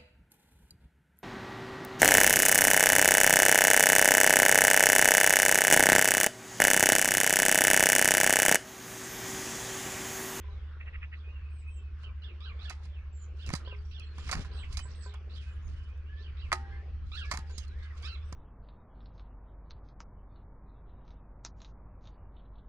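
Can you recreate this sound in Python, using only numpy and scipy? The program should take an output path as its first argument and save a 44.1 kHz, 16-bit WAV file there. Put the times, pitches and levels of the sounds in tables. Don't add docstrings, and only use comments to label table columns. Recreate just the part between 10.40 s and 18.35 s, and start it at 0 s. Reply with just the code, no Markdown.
import sys
import numpy as np
from scipy import signal
from scipy.fft import rfft, irfft, next_fast_len
from scipy.io import wavfile
from scipy.ndimage import uniform_filter1d, map_coordinates

SR = 44100
rng = np.random.default_rng(int(sys.argv[2]) if len(sys.argv) > 2 else 0)


def ratio(d):
    e = np.asarray(d, float) / 20
    return 10 ** e


def digitize_waveform(pressure):
    field = np.atleast_2d(pressure).T
    bounded = np.clip(field, -1, 1)
    quanta = np.round(bounded * 32767).astype(np.int16)
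    wavfile.write(sys.argv[1], SR, quanta)


N = 350595
T = np.arange(N) / SR

# (frequency [Hz], level [dB], time of a crest [s])
HUM_TONES = [(74.36, -40.5, 0.01073), (64.4, -52, 0.0029), (62, -48.5, 0.013)]
# (frequency [Hz], level [dB per Hz])
RUMBLE_SPECTRUM = [(8.8, -42), (15, -11.5), (43, -8.5), (55, -5.5), (76, -8.5), (90, -15), (103, -16),
                   (350, -43), (460, -80.5), (770, -120)]
TRAFFIC_SPECTRUM = [(140, -25.5), (230, 1), (275, -9), (351, 1.5), (469, -1.5), (650, -8), (900, -11.5),
                    (1170, -42.5), (1980, -120)]
GARDEN_SPECTRUM = [(530, -35.5), (900, -9.5), (1050, -1), (1600, -2), (1950, -5.5), (2600, -6),
                   (3800, -14.5), (5600, -21), (7000, -29), (8000, -35.5), (10000, -39.5), (15500, -45.5)]
# (frequency [Hz], correlation [1])
LIKENESS = [(20, 1), (60, 0.89), (180, 0.53), (550, 0.82), (1650, 0.58), (5000, 0.059), (15000, 0.056)]
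# (frequency [Hz], level [dB])
GARDEN_TILT = [(200, -4), (2500, 0.5), (4400, 1), (8000, -5.5), (14000, -9)]
# (time [s], level [dB])
WIND_LEVEL = [
    (0, -59.5),
    (2, -57.5),
    (3.8, -56.5),
    (4.1, -49),
    (4.5, -56.5),
    (5.8, -56),
    (6.3, -53.5),
    (6.9, -51.5),
    (7.2, -56),
    (7.95, -55.5),
]
# (time [s], level [dB])
BUSTLE_LEVEL = [(0, -62), (.3, -65), (1.9, -67), (2.24, -62.5), (2.63, -69.5), (3.21, -63), (3.65, -66.5),
                (4.1, -60.5), (4.98, -64.5), (5.78, -66.5), (6.2, -60.5), (6.7, -69.5), (6.91, -62.5),
                (7.13, -65.5), (7.95, -63)]

# (frequency [Hz], level [dB], t60 [s])
CAGE_MODES = [(364.4, -21, 0.18), (795, -25, 0.96), (891, -14.5, 0.34), (1196, -18.5, 0.12),
              (1254, -6, 0.14), (1620, -37.5, 0.72), (1900, -29, 1), (2220, -24.5, 0.097), (4500, -20, .12),
              (4600, -14, 0.059), (5356, -29.5, 0.18)]
# (frequency [Hz], level [dB], t60 [s])
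HOOK_MODES = [(412, -8, 0.46), (518, 3, 0.026), (794, -18.5, 0.69), (1004, -1.5, 0.12), (1560, -6, 0.17)]
# (frequency [Hz], width [Hz], level [dB])
WIRE_PEAKS = [(4000, 61, 5.5), (4580, 340, 10), (4930, 2140, 3.5), (6300, 70, -8), (6410, 270, -2),
              (6350, 44, -8.5), (8560, 44, -22.5)]
# (frequency [Hz], width [Hz], level [dB])
TRAY_PEAKS = [(560, 130, -15.5), (760, 93, -7.5), (1026, 135, -3), (1365, 400, -7), (1800, 107, -4),
              (2134, 300, -7.5)]
# (time [s], level [dB])
HOOK_BUMPS = [(.04, -57), (0.084, -59.5), (3.274, -52), (3.325, -54), (4.046, -70), (4.116, -58),
              (4.2, -66), (4.454, -59.5), (4.66, -53.5), (7.098, -58), (7.924, -57)]
# (time [s], peak level [dB], tray over wire [dB], rattle t60 [s])
PECK_HITS = [
    (2.302, -39, -0.5, 0.069),
    (3.891, -39.5, 4.5, 0.12),
    (4.7391, -49.5, 4.5, 0.059),
    (6.1179, -41, 18.5, 0.029),
    (6.1265, -22.5, 1, 0.057),
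    (6.9126, -26, -3.5, 0.096),
    (7.18, -27, -25, 0.056),
]
CLAW_GRIPS = [(2.2966, -31.5, -19, 0.034), (3.063, -42.5, -15, 0.19), (3.1028, -32, -1, 0.012),
              (3.1512, -31, -12.5, 0.11), (3.5964, -45, -23, 0.038), (3.871, -58, 9, 0.11),
              (3.9136, -22, -7.5, 0.069), (3.9274, -28, -1.5, 0.093), (3.9643, -47.5, 4, 0.19),
              (4.0478, -51, 2.5, 0.068), (4.326, -41.5, -17, 0.16), (4.3708, -27.5, -17, 0.077),
              (4.3903, -39, -3.5, 0.09), (4.347, -50.5, -20, .03), (6.1295, -21, -7, 0.035),
              (6.9731, -22, -6, 0.014), (7.2804, -54.5, -19, 0.056), (7.553, -57, -24, 0.018),
              (7.575, -64, -8, 0.018), (7.625, -42, -13, .02)]
WEIGHT_JOLTS = [(1.6324, -61, 10.5, 0.046), (2.4522, -50, -3, 0.051), (3.0908, -33, -5, 0.021),
                (3.13, -36.5, -8, 0.1), (3.1361, -22, -1, 0.028), (3.7814, -43, 0.5, .04),
                (3.9523, -33, 0.5, 0.027), (5.5744, -60, -4, 0.029), (6.4164, -68.5, 3.5, .019),
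                (6.9372, -36.5, 0.5, 0.13), (6.9881, -37, -7, 0.036), (7.9253, -37.5, -6, 0.034)]

# (time of top [s], top pitch [Hz], level [dB], rise [s], last pitch over top [1])
HARSH_CALLS = [(0.123, 1630, -76, 0.061, 0.82), (0.802, 1795, -69.5, 0.071, 0.67),
               (1.643, 1545, -57.5, .012, 0.74), (1.847, 1758, -56.5, 0.027, .64),
               (2.062, 1629, -53, 0.056, 0.63), (2.255, 1755, -54, 0.063, 0.54),
               (3.026, 1752, -56.5, 0.033, 0.61), (3.281, 1750, -55.5, 0.031, 0.58),
               (3.548, 1776, -56.5, 0.036, 0.67), (3.62, 1653, -61.5, .02, 0.72),
               (3.8, 1900, -64, 0.029, 0.57), (4.172, 2010, -57.5, 0.059, 0.62),
               (4.499, 2440, -65.5, .015, 1), (4.625, 2400, -60, 0.016, .6), (4.965, 1820, -59, 0.069, .6),
               (5.84, 1723, -61, 0.072, 0.55), (6.017, 1610, -58.5, 0.049, 0.6),
               (6.778, 1802, -47.5, .06, .6), (6.86, 2350, -65, 0.028, 0.52),
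               (7.181, 1690, -63, 0.057, 0.78), (7.441, 1620, -67, 0.055, 0.79)]
# (time [s], length [s], first pitch [Hz], last pitch [Hz], level [dB])
THRUSH_SLURS = [(.835, 0.067, 2450, 2550, -63.5), (.885, 0.043, 2700, 2850, -67),
                (.93, 0.083, 2850, 2680, -68.5), (1.0, 0.18, 2640, 2430, -76.5),
                (1.22, .04, 2430, 2620, -73), (1.26, 0.044, 2430, 2640, -61.5),
                (1.365, 0.037, 2850, 2560, -68), (1.4, 0.098, 2620, 2530, -74.5), (.1, .2, 4080, 2850, -78),
                (.25, .06, 1500, 1750, -81), (2.53, 0.076, 3413, 2290, -70),
                (3.342, 0.012, 5400, 6070, -82), (3.358, 0.019, 6050, 4950, -75),
                (3.378, 0.02, 4950, 4630, -72), (4.17, 0.085, 2460, 3640, -64),
                (4.225, 0.026, 2900, 1800, -60), (4.345, 0.057, 2040, 2600, -59.5),
                (5.06, 0.046, 2600, 2480, -69), (5.06, .13, 1520, 1675, -71.5),
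                (5.46, 0.039, 3000, 2400, -77), (5.48, 0.083, 2330, 2590, -75),
                (5.56, 0.087, 2560, 2420, -78), (5.63, .03, 2380, 2280, -79),
                (5.66, 0.065, 2600, 3140, -72), (5.69, 0.12, 1650, 1777, -66),
                (6.15, 0.17, 1780, 1980, -75), (6.32, 0.053, 2050, 2090, -66),
                (6.24, 0.19, 1580, 1787, -68.5), (6.8, 0.12, 1560, 1727, -60),
                (7.24, 0.048, 1150, 1380, -73.5), (7.3, 0.16, 1450, 2090, -72),
                (7.07, .04, 5100, 4600, -74), (7.5, 0.041, 2050, 1720, -66),
                (7.265, 0.076, 4300, 3800, -75), (7.73, .045, 5200, 5130, -88),
                (7.82, 0.036, 5200, 5200, -81), (7.77, 0.085, 3350, 3570, -72)]
# (time [s], length [s], pitch [Hz], level [dB])
HELD_WHISTLES = [(1.298, 0.14, 3110, -79), (1.86, 0.039, 4150, -84), (2.147, 0.044, 4130, -79),
                 (2.417, .09, 4120, -87), (2.46, 0.14, 3510, -78.5), (2.578, 0.12, 2220, -76),
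                 (3.449, .02, 5600, -71), (3.476, 0.18, 5630, -78.5), (3.58, 0.017, 4200, -60),
                 (3.63, 0.018, 4250, -57), (3.66, 0.068, 4200, -70.5), (4.382, 0.05, 3040, -57.5),
                 (5.054, 0.17, 3010, -75), (5.358, 0.13, 3000, -71), (6.303, .09, 1584, -67.5),
                 (6.633, 0.061, 4144, -83.5), (6.992, 0.072, 1690, -72), (7.391, 0.14, 2060, -69.5),
                 (7.845, 0.087, 8100, -86), (7.417, 0.067, 1650, -65), (7.419, 0.045, 3650, -70),
                 (7.838, 0.068, 5730, -84)]
# (center time [s], level [dB])
MAGPIE_SYLLABLES = [
    (0.418, -55.5),
    (.479, -53.5),
    (0.55, -51.5),
    (0.635, -51),
    (0.738, -53.5),
]
# (frequency [Hz], width [Hz], level [dB])
BEAK_PEAKS = [(1280, 140, -14.5), (1900, 190, -3.5), (2680, 270, -4)]
# (center time [s], level [dB],
# half length [s])
RUSTLES = [(.79, -80, 0.032), (1.63, -67, 0.034), (2.3, -61, 0.057), (2.46, -72, 0.043),
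           (3.1, -62.5, 0.095), (3.17, -79, 0.01814), (3.47, -77, 0.12), (3.8, -57.5, 0.049),
           (3.93, -50, 0.057), (4.03, -59.5, 0.05), (4.36, -64.5, 0.08), (4.52, -73, 0.062),
           (5.03, -69, 0.098), (5.38, -74.5, 0.14), (6.15, -62, 0.067), (6.78, -62, 0.072),
           (6.94, -65, 0.065), (7.18, -67.5, 0.11), (7.43, -71, 0.05), (7.65, -61.5, 0.08)]
# (frequency [Hz], level [dB])
FEATHER_SPECTRUM = [(600, -25.5), (1500, -8), (3000, -3), (5000, -3.5), (8000, -15.5), (11000, -22.5),
                    (15500, -38.5)]
# (time [s], top pitch [Hz], level [dB], end of plunge after start [s], plunge over pitch [1])
TIT_NOTES = [(1.102, 8480, -74, 0.12, 0.11), (1.273, 8290, -70.5, 0.11, 0.067),
             (2.728, 7470, -61, .12, 0.16), (3.63, 7800, -83, 0.047, .06), (3.79, 7230, -67.5, 0.047, 0.18),
             (4.13, 8320, -68, 0.09, .11), (4.41, 8000, -57.5, 0.039, 0.14),
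             (4.552, 8220, -63.5, 0.12, 0.055), (5.079, 7520, -77, .066, .03),
             (5.08, 9750, -87, 0.092, .03), (5.223, 6700, -70, 0.061, .32),
             (5.225, 9260, -82, 0.064, 0.0363), (7.095, 6930, -62, 0.11, 0.041)]
# (center time [s], level [dB], half length [s])
WING_BEATS = [
    (3.1, -30.5, 0.026),
    (3.9, -42, 0.12),
    (3.988, -30, 0.03),
    (4.22, -52.5, 0.08),
]
# (time [s], pitch [Hz], level [dB])
SCOLD_PITCH = [
    (7.626, 1074, -59.5),
    (7.669, 1310, -54),
    (7.683, 1600, -50.5),
    (7.707, 1354, -57.5),
    (7.742, 1352, -60),
    (7.769, 1004, -62),
]
SCOLD_OVERTONES = [-4.5, 2, 1.5, -19]

# (frequency [Hz], t60 [s])
WALL_T60 = [(300, 0.12), (2000, 0.14), (9000, 0.15)]
# (frequency [Hz], level [dB])
LEFT_SHADE = [(300, -2.5), (2800, -2), (3500, -16), (5000, -29), (12000, -30)]
# (frequency [Hz], level [dB])
MIC_RESPONSE = [(20, -1), (10500, -0.5), (12000, -12), (14500, -11.5), (16000, -44.5)]


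def unit(x):
    return x / np.sqrt(np.mean(x ** 2) + 1e-20)


def along(points, hz):
    f, v = np.transpose(points)
    return np.interp(np.log(hz + 1), np.log(f + 1), v)


def curves(rows, t=T):
    s, *cols = np.transpose(rows)
    return [np.interp(t, s, c) for c in cols]


def wobble(rate_hz, size=N):
    knots = rng.standard_normal(int(size * rate_hz / SR) + 4)
    return map_coordinates(knots, [np.arange(size) * rate_hz / SR])


def filtered(x, response):
    m = next_fast_len(x.shape[-1] + 8192)
    return irfft(rfft(x, m) * response(np.fft.rfftfreq(m, 1 / SR)), m)[..., :x.shape[-1]]


def resonances(peaks):
    def response(f):
        total = 0
        for k, (center_hz, width_hz, db) in enumerate(peaks):
            damping = 1j * f * width_hz
            total = total + (-1) ** k * ratio(db) * damping / (center_hz ** 2 - f * f + damping)
        return total
    return response


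def swells(rows):
    return sum(ratio(db) * np.exp(-((T - s) / half_s) ** 2) for s, db, half_s in rows)


def bell(modes, t):
    hz, db, t60_s = np.transpose(modes)[:, :, None]
    decay = ratio(db - 60 * t / np.clip(t60_s, .02, 1.3))
    return decay * np.sin(2 * np.pi * hz * t) * (1 - np.exp(-t / 0.00056))


def sing(calls, voice, fade_s):
    out = np.zeros(N)
    for rows in calls:
        a, b = round(rows[0][0] * SR), round(rows[-1][0] * SR)
        t = T[a:b]
        hz, db = curves(rows, t)
        edge = np.clip(np.minimum(t - T[a], T[b] - t) / fade_s, 0, 1)
        out[a:b] += edge * ratio(db) * voice(hz)
    return out


def whistle(hz):
    size = len(hz)
    hz = hz * (1 + 0.0085 * wobble(200, size))
    return np.sqrt(2) * ratio(3.35 * wobble(70, size)) * np.sin(2 * np.pi * np.cumsum(hz) / SR)


def rush(spectrum, patchy_db):
    z = signal.stft(rng.standard_normal((2, N + 512)), nperseg=512)[2]
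    field = uniform_filter1d(rng.standard_normal(z.shape[1:]), size=6, axis=0)
    field = uniform_filter1d(field, size=14, axis=1)
    pair = signal.istft(z * ratio(patchy_db * unit(field)), nperseg=512)[1][:, :N]

    def mid_side(hz):
        angle = np.arccos(np.clip(along(LIKENESS, hz), -1, 1)) / 2
        return ratio(along(spectrum, hz)) * np.array([np.cos(angle), np.sin(angle)])

    mid, side = filtered(pair, mid_side)
    return unit(np.array([mid + side, mid - side]))


def background():
    hum = np.zeros(N)
    for hz, db, crest_s in HUM_TONES:
        hum += np.sqrt(2) * ratio(db + 0.12 * wobble(3.1)) * np.cos(2 * np.pi * hz * (T - crest_s))
    (wind_db,), (bustle_db,) = curves(WIND_LEVEL), curves(BUSTLE_LEVEL)
    traffic_db = -66 + bustle_db - bustle_db.mean()
    rumble = ratio(wind_db + 9.5 + 1.4 * wobble(5.1)) * rush(RUMBLE_SPECTRUM, patchy_db=1.5)
    traffic = ratio(traffic_db) * rush(TRAFFIC_SPECTRUM, patchy_db=4.0)
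    garden = ratio(bustle_db + 2.0 + 1.06 * wobble(4.587)) * rush(GARDEN_SPECTRUM, patchy_db=3.0)
    garden = filtered(garden, lambda hz: ratio(np.array([along(GARDEN_TILT, hz), 0 * hz])))
    return hum * ratio([[-.3], [.3]]) + rumble + traffic + garden


def cage():
    t = np.arange(SR * 4 // 5) / SR
    short = t[:SR // 6]
    ring, wire, tray, mount = np.zeros((4, N + len(t)))
    cage_bells, hook_bells = bell(CAGE_MODES, t), bell(HOOK_MODES, t)
    kinds = [(PECK_HITS, -18, -9.5), (CLAW_GRIPS, -30, -18.5), (WEIGHT_JOLTS, -1.3, -24)]
    for contacts, thump_db, ring_db in kinds:
        for s, db, tray_db, t60_s in contacts:
            i = round(s * SR)
            t60_s = max(t60_s, .005)
            rough_db = 2.6 * np.tanh(wobble(500, size=len(short)))
            burst_db = 7 * np.exp(-(short / (0.19 * t60_s)) ** 4) - 5.5
            rattle = rng.standard_normal((2, len(short)))
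            rattle *= ratio(-60 * short / t60_s + rough_db + burst_db)
            wire[i:i + len(short)] += ratio(db - 6.5) * rattle[0]
            tray[i:i + len(short)] += ratio(db + tray_db + 10.5) * rattle[1]
            mount[i] += ratio(db + thump_db + 32)
            mode_db = db + tray_db + ring_db + rng.normal(0, 0.94, len(CAGE_MODES))
            ring[i:i + len(t)] += ratio(mode_db) @ cage_bells
    for s, db in HOOK_BUMPS:
        i = round(s * SR)
        ring[i:i + len(t)] += ratio(db + rng.normal(0, 2.4, len(HOOK_MODES))) @ hook_bells
    mount = filtered(mount, lambda f: 1 / (1 + 1j * f / 220) ** 2)
    thump = filtered(ratio(4.0) * mount, resonances([(165.4, 120, 5.5), (302.0, 37, -34.5)]))
    scrape = filtered(wire, resonances(WIRE_PEAKS))
    knock = filtered(tray, resonances(TRAY_PEAKS))
    return (ring + thump + scrape + knock)[:N]


def squawks():
    second_ratio, second_db = 1.4, -1.5
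    out = np.zeros(N)
    for s, top_hz, db, rise_s, end in HARSH_CALLS:
        height = top_hz / 1750
        fall_s = .078 * height ** 2
        hoarse = (.6 - .022 * (db + 57)) * height ** 3
        deep = min(rise_s / .06, 1)
        t = np.arange(round((rise_s + fall_s) * SR)) / SR
        size = len(t)
        # (time [s], pitch over top [1], beak resonance [Hz], level [dB], strain [1])
        shape = [(0, 1 - .32 * deep, 3600, -7, 1),
                 (.8 * rise_s, 1 - .18 * deep, 3300 + 1.5e4 * rise_s, -5, 1),
                 (rise_s, 1, 2.1 * top_hz, 0, .7),
                 (rise_s + .35 * fall_s, .62 + .38 * end, 1.75 * top_hz, -5, .62),
                 (rise_s + .9 * fall_s, .08 + .92 * end, 1.33 * top_hz, -10, .62),
                 (rise_s + fall_s, end, 1.27 * top_hz, -25, .62)]
        pitch, beak_hz, swell_db, strain = curves(shape, t)
        hz = top_hz * pitch * (1 + .1 * hoarse * strain * wobble(350, size))
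        phase = 2 * np.pi * np.cumsum(hz) / SR
        chest = np.clip(.055 * (db + 59), .08, .45)

        def gain(k):
            beak = 1 / (1 + ((k * top_hz * pitch - beak_hz) / 850) ** 4)
            return beak + chest * (1.5 * (k == 1) + .4 * (k == 3)) + .35 * (k == 2)

        tone = np.zeros(size)
        for k in range(1, 5):
            tone += gain(k) * ratio(3.25 * wobble(137.0, size)) * np.sin(k * phase)
        climbing = np.clip((rise_s - t) / 0.0085, 0, 1)
        for k in second_ratio * np.arange(1, 4):
            tone += ratio(second_db) * climbing * gain(k) * np.sin(k * phase)
        flutter = 1 + 0.22 * hoarse * np.sin(2 * np.pi * 95 * (t - rise_s + 0.0046))
        breath = wobble(2600, size) * np.sin(2 * np.pi * np.cumsum(1.2 * beak_hz) / SR)
        a = round((s - rise_s) * SR)
        out[a:a + size] += ratio(db + swell_db) * (tone + 0.41 * hoarse * strain * breath) * flutter
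    return out


def thrush():
    slurs = [*THRUSH_SLURS, *[(s, long_s, hz, hz, db) for s, long_s, hz, db in HELD_WHISTLES]]
    calls = []
    for s, long_s, from_hz, to_hz, db in slurs:
        peak_hz = from_hz + 0.64 * (to_hz - from_hz)
        calls.append([(s, from_hz, db + 1), (s + 0.47 * long_s, peak_hz, db), (s + long_s, to_hz, db - 3)])
    return sing(calls, whistle, fade_s=0.0073)


def magpie():
    rasp = rng.standard_normal(N) * ratio(2.3 * wobble(158.8))
    voiced = filtered(rasp, resonances(BEAK_PEAKS))
    voiced = filtered(voiced, lambda f: (f > 900) / (1 + (f / 3400) ** 6))
    return swells([(s, db, 0.016) for s, db in MAGPIE_SYLLABLES]) * unit(voiced)


def feathers():
    grains = rng.standard_normal(N) * ratio(1.7 * wobble(300) + 4.3 * wobble(45))
    return swells(RUSTLES) * unit(filtered(grains, lambda f: ratio(along(FEATHER_SPECTRUM, f))))


def tits():
    calls = []
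    for s, hz, db, hold_s, plunge in TIT_NOTES:
        sag = 0.66 * hold_s
        calls.append([(s, 0.98 * hz, db - 11),
                      (s + 0.0059, hz, db - 12.5),
                      (s + 0.86 * hold_s, (1 - 0.76 * sag) * hz, db),
                      (s + 0.92 * hold_s, (1 - sag) * hz, db),
                      (s + hold_s, (1 - sag - plunge) * hz, db + 1.0)])
    return sing(calls, whistle, fade_s=0.0027)


def wings():
    puffs = filtered(rng.standard_normal((3, N)), lambda f: f / (f + 20) / (1 + (f / 70) ** 2))
    puffs = puffs / np.sqrt(np.abs(uniform_filter1d(puffs ** 2, size=1500, axis=1)) + 1e-9)
    return swells(WING_BEATS) * (ratio(-6.5) * puffs[0] + ratio([[-9], [-6]]) * puffs[1:])


def scold():
    def voice(hz):
        size = len(hz)
        hz = uniform_filter1d(hz, size=400) * (1 + 0.013 * wobble(153, size))
        phase = 2 * np.pi * np.cumsum(hz) / SR
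        return sum(ratio(db + 2.4 * wobble(77, size)) * np.sin(k * phase)
                   for k, db in enumerate(SCOLD_OVERTONES, 1))

    second = [(s, 1.4 * hz, db - 1.5) for s, hz, db in SCOLD_PITCH[:2]]
    return sing([SCOLD_PITCH, second], voice, fade_s=0.0046)


def walls(x):
    hz, t, z = signal.stft(rng.standard_normal((2, SR // 2)), SR, nperseg=256)
    decay = ratio(-60 * t / along(WALL_T60, hz)[:, None])
    tail = signal.istft(z * decay, SR, nperseg=256)[1]
    late = np.pad(x, (400, 0))[None]
    return signal.fftconvolve(late, tail / np.linalg.norm(tail[0]), axes=1)[:, :N]


def ports(pair):
    def response(hz):
        left = ratio(along(LEFT_SHADE, hz)) * np.exp(-2j * np.pi * hz * 5.64 / SR)
        return np.array([left, 1 + 0 * hz])
    return filtered(pair, response)


def scene():
    near = cage() + feathers()
    far = squawks() + thrush() + tits() + scold()
    chatter = magpie()
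    slap = np.pad(far, (round(0.027 * SR), 0))[:N]
    echoes = walls(ratio(-9.5) * near + ratio(2) * far + ratio(-8.0) * chatter)
    heard = ratio(7.0) * (near + far + chatter) + ratio(-14) * slap + echoes
    return ports(heard) + wings() + background()


def top_cut(x):
    return signal.sosfilt(signal.butter(12, 15680, fs=SR, output="sos"), x)


def record(dry):
    mix = filtered(dry, lambda hz: ratio(along(MIC_RESPONSE, hz)))
    return top_cut(mix)


dry = scene()
out = record(dry)
digitize_waveform(out)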